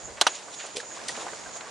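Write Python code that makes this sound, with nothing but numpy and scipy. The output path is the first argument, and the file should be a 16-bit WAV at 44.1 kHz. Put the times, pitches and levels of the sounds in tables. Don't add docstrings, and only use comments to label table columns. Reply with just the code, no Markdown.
import sys
import numpy as np
from scipy import signal
from scipy.fft import rfft, irfft
from scipy.io import wavfile
from scipy.ndimage import uniform_filter1d

SR = 44100
rng = np.random.default_rng(int(sys.argv[2]) if len(sys.argv) > 2 else 0)


def store_wav(level_fs):
    pcm = np.round(np.clip(np.atleast_2d(level_fs), -1, 1) * 32767)
    wavfile.write(sys.argv[1], SR, pcm.T.astype(np.int16))


N = 74970

KNOCK_TIMES_S = [0.2125, 0.2674]
# (ring [dB], chatter [dB], chatter hold [s], echo [dB], L-R [dB], crack [dB],
# contact time [s], snap [dB])
KNOCKS = [(0, -13, 0.0064, -32.5, -1.7, -4, 0.000045, -35),
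          (0.5, -14.5, 0.011, -30.5, -0.5, -4.5, 0.00014, -54)]
WATER_PAN_DB = -1


def undb(db):
    return 10 ** (np.asarray(db) / 20)


def unit(x):
    return x / (np.std(x) + 1e-12)


def curve(points, hz):
    points_hz, db = np.array(points).T
    return np.interp(np.log(hz + 1), np.log(points_hz), db)


def colour(x, points):
    hz = np.arange(N // 2 + 1) * SR / N
    return unit(irfft(rfft(x) * undb(curve(points, hz)), N))


def band(x, hz, octaves):
    away = np.log2((np.arange(N // 2 + 1) * SR / N + 1) / hz) / octaves
    return unit(irfft(rfft(x) * np.exp(-.5 * away ** 2), N))


def noise():
    return rng.standard_normal(N)


def walk(rate_hz):
    hold = max(int(SR / rate_hz), 1)
    steps = noise()[np.arange(N) // hold]
    return unit(uniform_filter1d(uniform_filter1d(steps, hold), hold))


def drops(per_s, scatter_db):
    hits = rng.random(N) < per_s / SR
    return hits * np.sign(noise()) * undb(scatter_db * np.clip(noise(), -2, 2))


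def stereo(mid, side, pan_db):
    return np.array([mid + side, mid - side]) * undb(np.array([[pan_db], [-pan_db]]) / 2)


def swell(t, rise_s, decay_s):
    return np.exp(-(np.minimum(t, 0) / rise_s) ** 2 - np.maximum(t, 0) / decay_s)


def wash(ripple_db=-43.5, trickle_db=-55, swell_db=1.94, flicker_db=0.87):
    # (frequency [Hz], level [dB])
    spectrum = [(30, -27.5), (100, -12.5), (200, -8.5), (360, -5.5), (600, -1), (1000, -4), (1550, -8.5),
                (2000, -10), (2900, -15), (5500, -12), (7800, -13), (10000, -25)]
    # (frequency [Hz], relative side level [dB])
    width = [(30, -23), (60, 12.5), (125, -1.5), (250, -3.5), (550, -6.5), (1200, -4), (4000, -11),
             (9000, 1.5)]
    centres_hz = np.geomspace(30, 12000, 18)
    surge = undb(swell_db * walk(rate_hz=4.2))
    mid, side = (sum(np.sqrt(hz) * band(noise(), hz, 0.32) * undb(flicker_db * walk(rate_hz=34.72))
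                     for hz in centres_hz) for _ in range(2))
    side_spectrum = [(hz, curve(spectrum, hz) + curve(width, hz)) for hz in centres_hz]
    ripples = stereo(colour(mid, spectrum), undb(-6) * colour(side, side_spectrum), pan_db=-1.86)
    near, wide = (band(drops(per_s=900, scatter_db=11), hz=2080, octaves=1.04) for _ in range(2))
    trickle = stereo(near, 0.84 * wide, WATER_PAN_DB)
    return surge * (undb(ripple_db) * ripples + undb(trickle_db) * trickle)


def breeze(t):
    # (time [s], rise [s], decay [s], level [dB], centre [Hz])
    puffs = [(0.05, 0.027, 0.09, -48.5, 70), (1.48, 0.039, 0.033, -54.5, 100)]
    return sum(undb(db) * swell(t - at, rise, decay) * np.array([band(noise(), hz, 1) for _ in range(2)])
               for at, rise, decay, db, hz in puffs)


def buzz(t, floor_db=-54, waver_db=3, side_db=-5):
    # (time [s], half width [s], level [dB])
    swells = [(0.054, 0.04, -48.5), (0.313, 0.058, -49), (0.6, 0.1, -50.5), (0.89, 0.058, -50),
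              (1.145, 0.064, -47.5), (1.308, 0.11, -57), (1.556, 0.047, -48)]
    level = undb(floor_db) + sum(undb(db) * np.exp(-((t - at) / half) ** 2) for at, half, db in swells)
    mid, side = (band(noise(), hz=6853, octaves=0.07) * undb(waver_db * walk(rate_hz=40.32))
                 for _ in range(2))
    return level * stereo(mid, undb(side_db) * side, pan_db=-4)


def bursts(t, events, per_s, octaves, spread=0.19):
    out = 0
    for at, rise_s, decay_s, db, hz in events:
        mid, side = (band(drops(per_s, scatter_db=3.5), hz, octaves) for _ in range(2))
        out += undb(db) * swell(t - at, rise_s, decay_s) * stereo(mid, spread * side, WATER_PAN_DB)
    return out


def splashes(t):
    # (time [s], rise [s], decay [s], level [dB], centre [Hz])
    sprays = [(0.36, 0.03, 0.045, -40.5, 3530), (0.545, 0.03, 0.02, -43, 4220),
              (0.6, 0.017, 0.12, -43, 3240), (0.667, 0.01, 0.0074, -42, 5260),
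              (0.764, 0.0048, 0.03, -33, 4130), (0.77, 0.0016, 0.0012, -25, 3900),
              (0.803, 0.0025, 0.0047, -37.5, 4200), (0.965, 0.02, 0.013, -45, 3200),
              (1.086, 0.0035, 0.0056, -25.5, 4960), (1.096, 0.0076, 0.025, -36, 4150),
              (1.166, .002, 0.0079, -36, 3600), (1.215, 0.022, .028, -40.5, 3750),
              (1.338, 0.0031, 0.0047, -55, 4450), (1.565, 0.0042, 0.014, -40.5, 4520),
              (1.61, 0.0011, .003, -37, 2400)]
    return bursts(t, sprays, per_s=3600, octaves=0.89)


def laps(t):
    # (time [s], rise [s], decay [s], level [dB], centre [Hz])
    slaps = [(0.09, 0.014, 0.036, -41, 417), (0.174, .0007, 0.024, -41, 1290),
             (0.484, 0.012, 0.028, -44, 654), (0.598, .003, 0.038, -39.5, 1700),
             (0.643, .004, 0.045, -42, 720), (0.836, 0.0067, 0.0062, -39, 800),
             (0.99, 0.017, 0.013, -53, 1130), (1.099, 0.017, 0.01, -39.5, 730),
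             (1.151, .002, 0.021, -38.5, 1490), (1.175, .002, 0.026, -38.5, 665),
             (1.201, .003, 0.013, -38.5, 1020), (1.218, 0.0018, 0.019, -35, 726),
             (1.23, 0.029, 0.035, -48.5, 332), (1.266, 0.00054, 0.0076, -32, 890),
             (1.283, 0.0019, 0.0098, -33.5, 780), (1.336, 0.0046, 0.0028, -36, 784),
             (1.565, 0.0092, 0.018, -41.5, 775), (1.66, 0.09, 0.028, -46, 1080)]
    return bursts(t, slaps, per_s=1800, octaves=0.88)


def plops(t, rise_s=0.0005):
    # (time [s], pitch [Hz], level [dB], decay [s], glide [octaves/s])
    pockets = [(0.752, 410, -32.5, 0.01, 7), (0.769, 465, -23.5, 0.0033, 4), (0.781, 478, -30, 0.011, 0),
               (0.8015, 1890, -24, 0.003, -68), (0.913, 1605, -37, .007, 4), (0.972, 1080, -30, 0.0034, 14),
               (0.989, 1530, -36, 0.0055, 13), (1.001, 1680, -31, 0.0025, 18),
               (1.092, 1900, -23.5, .005, 2), (1.174, 863, -32, 0.0048, -17),
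               (1.266, 820, -21.5, 0.0034, 0), (1.289, 1660, -34, 0.0063, 12), (1.325, 429, -38, 0.02, 2.5),
               (1.46, 1565, -35.5, .011, 1), (1.564, 680, -32, 0.0055, 3), (1.67, 1170, -35, 0.0054, -6)]
    out = 0
    for at, hz, db, decay_s, glide in pockets:
        age = np.maximum(t - at, 0)
        cycles = np.cumsum((t > at) * hz * 2 ** np.clip(glide * age, -1, 1)) / SR
        envelope = (1 - np.exp(-age / rise_s)) * np.exp(-age / decay_s)
        out += undb(db) * envelope * np.sin(2 * np.pi * cycles)
    return stereo(out, 0, WATER_PAN_DB)


def snaps(t, decay_s=0.00047):
    envelope = sum(undb(snap_db) * swell(t - at, decay_s / 2, decay_s)
                   for at, (*_, snap_db) in zip(KNOCK_TIMES_S, KNOCKS))
    return envelope * np.array([band(noise(), hz=13000, octaves=0.39) for _ in range(2)])


def dock_echo(t, pan_db, decay_s=0.035, spread=0.24):
    # (frequency [Hz], level [dB])
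    spectrum = [(100, -13), (400, -5.5), (900, -3.5), (2000, -4), (3600, -8), (7000, -13), (10000, -20)]
    envelope = (t > 0) * np.exp(-np.maximum(t, 0) / decay_s)
    return envelope * stereo(colour(noise(), spectrum), spread * colour(noise(), spectrum), pan_db)


def chatter(t, k, hold_s, pan_db, fall_s=0.0044, brush_s=0.0074, brush_db=-30, side_db=-9.5):
    # (frequency [Hz], level [dB])
    spectra = [
        [(59, -58), (100, -35), (841, -3.5), (1330, -11), (1500, -5), (2520, -25), (3360, -9.5), (4050, -6.5),
         (4880, -16), (6650, -14), (9850, -24), (10900, -25), (14000, -49)],
        [(59, -72), (100, -37), (254, -44), (774, 6.5), (1600, -1), (2090, -18), (2850, 4), (4780, -8.5),
         (5750, -1.5), (7850, -16), (10300, -13), (11400, -72), (14000, -87)],
    ]
    # (frequency [Hz], relative side level [dB])
    width = [(100, 10), (380, -6), (700, -32), (1300, -20), (3500, -11), (4600, -15), (6600, -23),
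             (7600, -5), (9000, -1.5)]
    sag_s = [.04, .013]
    age = np.maximum(t, 0)
    brush = undb(brush_db) * (t > -brush_s) * (t <= 0)
    contact = (t > 0) * np.exp(-age / sag_s[k] - np.maximum(age - hold_s, 0) / fall_s)
    side = undb(side_db) * colour(colour(noise(), spectra[k]), width)
    return (brush + contact) * stereo(colour(noise(), spectra[k]), side, pan_db)


def body_ring(t, k):
    # (frequency [Hz], first knock [dB], second knock [dB], t60 [s])
    modes = [(325, -31, -46, .05), (590, -28, -19, .028), (700, -21, -22, .04), (835, -18, -17, .036),
             (1025, -16, -22, .04), (1210, -27, -13, .028), (1490, -21, -18, .028), (1620, -27, -19, .033),
             (2890, -26, -22, .04), (3360, -16, -24, .035), (3945, -19, -23, .04), (4135, -15, -31, .038),
             (5580, -25, -25, .04), (6430, -22, -33, .04), (6615, -23, -31, .04)]
    age = np.maximum(t, 0)
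    return sum((-1) ** j * undb(db[k]) * np.sin(2 * np.pi * hz * age) * undb(-60 * age / t60_s)
               for j, (hz, *db, t60_s) in enumerate(modes))


def knocks(t, crack_lag_s=0.00027, low_cut_hz=270):
    out = 0
    for k, at in enumerate(KNOCK_TIMES_S):
        ring_db, chatter_db, hold_s, echo_db, pan_db, crack_db, contact_s, _ = KNOCKS[k]
        push = (t - at - crack_lag_s) / contact_s
        crack = -undb(crack_db) * push * np.exp(.5 - .5 * push ** 2)
        out += stereo(crack + undb(ring_db) * body_ring(t - at, k), 0, pan_db)
        out += undb(chatter_db) * chatter(t - at, k, hold_s, pan_db)
        out += undb(echo_db) * dock_echo(t - at, pan_db)
    return signal.sosfilt(signal.butter(2, low_cut_hz, "high", fs=SR, output="sos"), out)


def scene(edge_hz=10400):
    t = np.arange(N) / SR
    water = splashes(t) + laps(t) + plops(t)
    low_pass = signal.ellip(10, .2, 70, edge_hz, fs=SR, output="sos")
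    return signal.sosfilt(low_pass, knocks(t) + water + wash() + breeze(t) + buzz(t)) + snaps(t)


def record(dry):
    peak_limit, top_hz = .85, 16400
    low_pass = signal.ellip(8, .2, 70, top_hz, fs=SR, output="sos")
    return signal.sosfilt(low_pass, np.clip(dry, -peak_limit, peak_limit))


dry = scene()
out = record(dry)
store_wav(out)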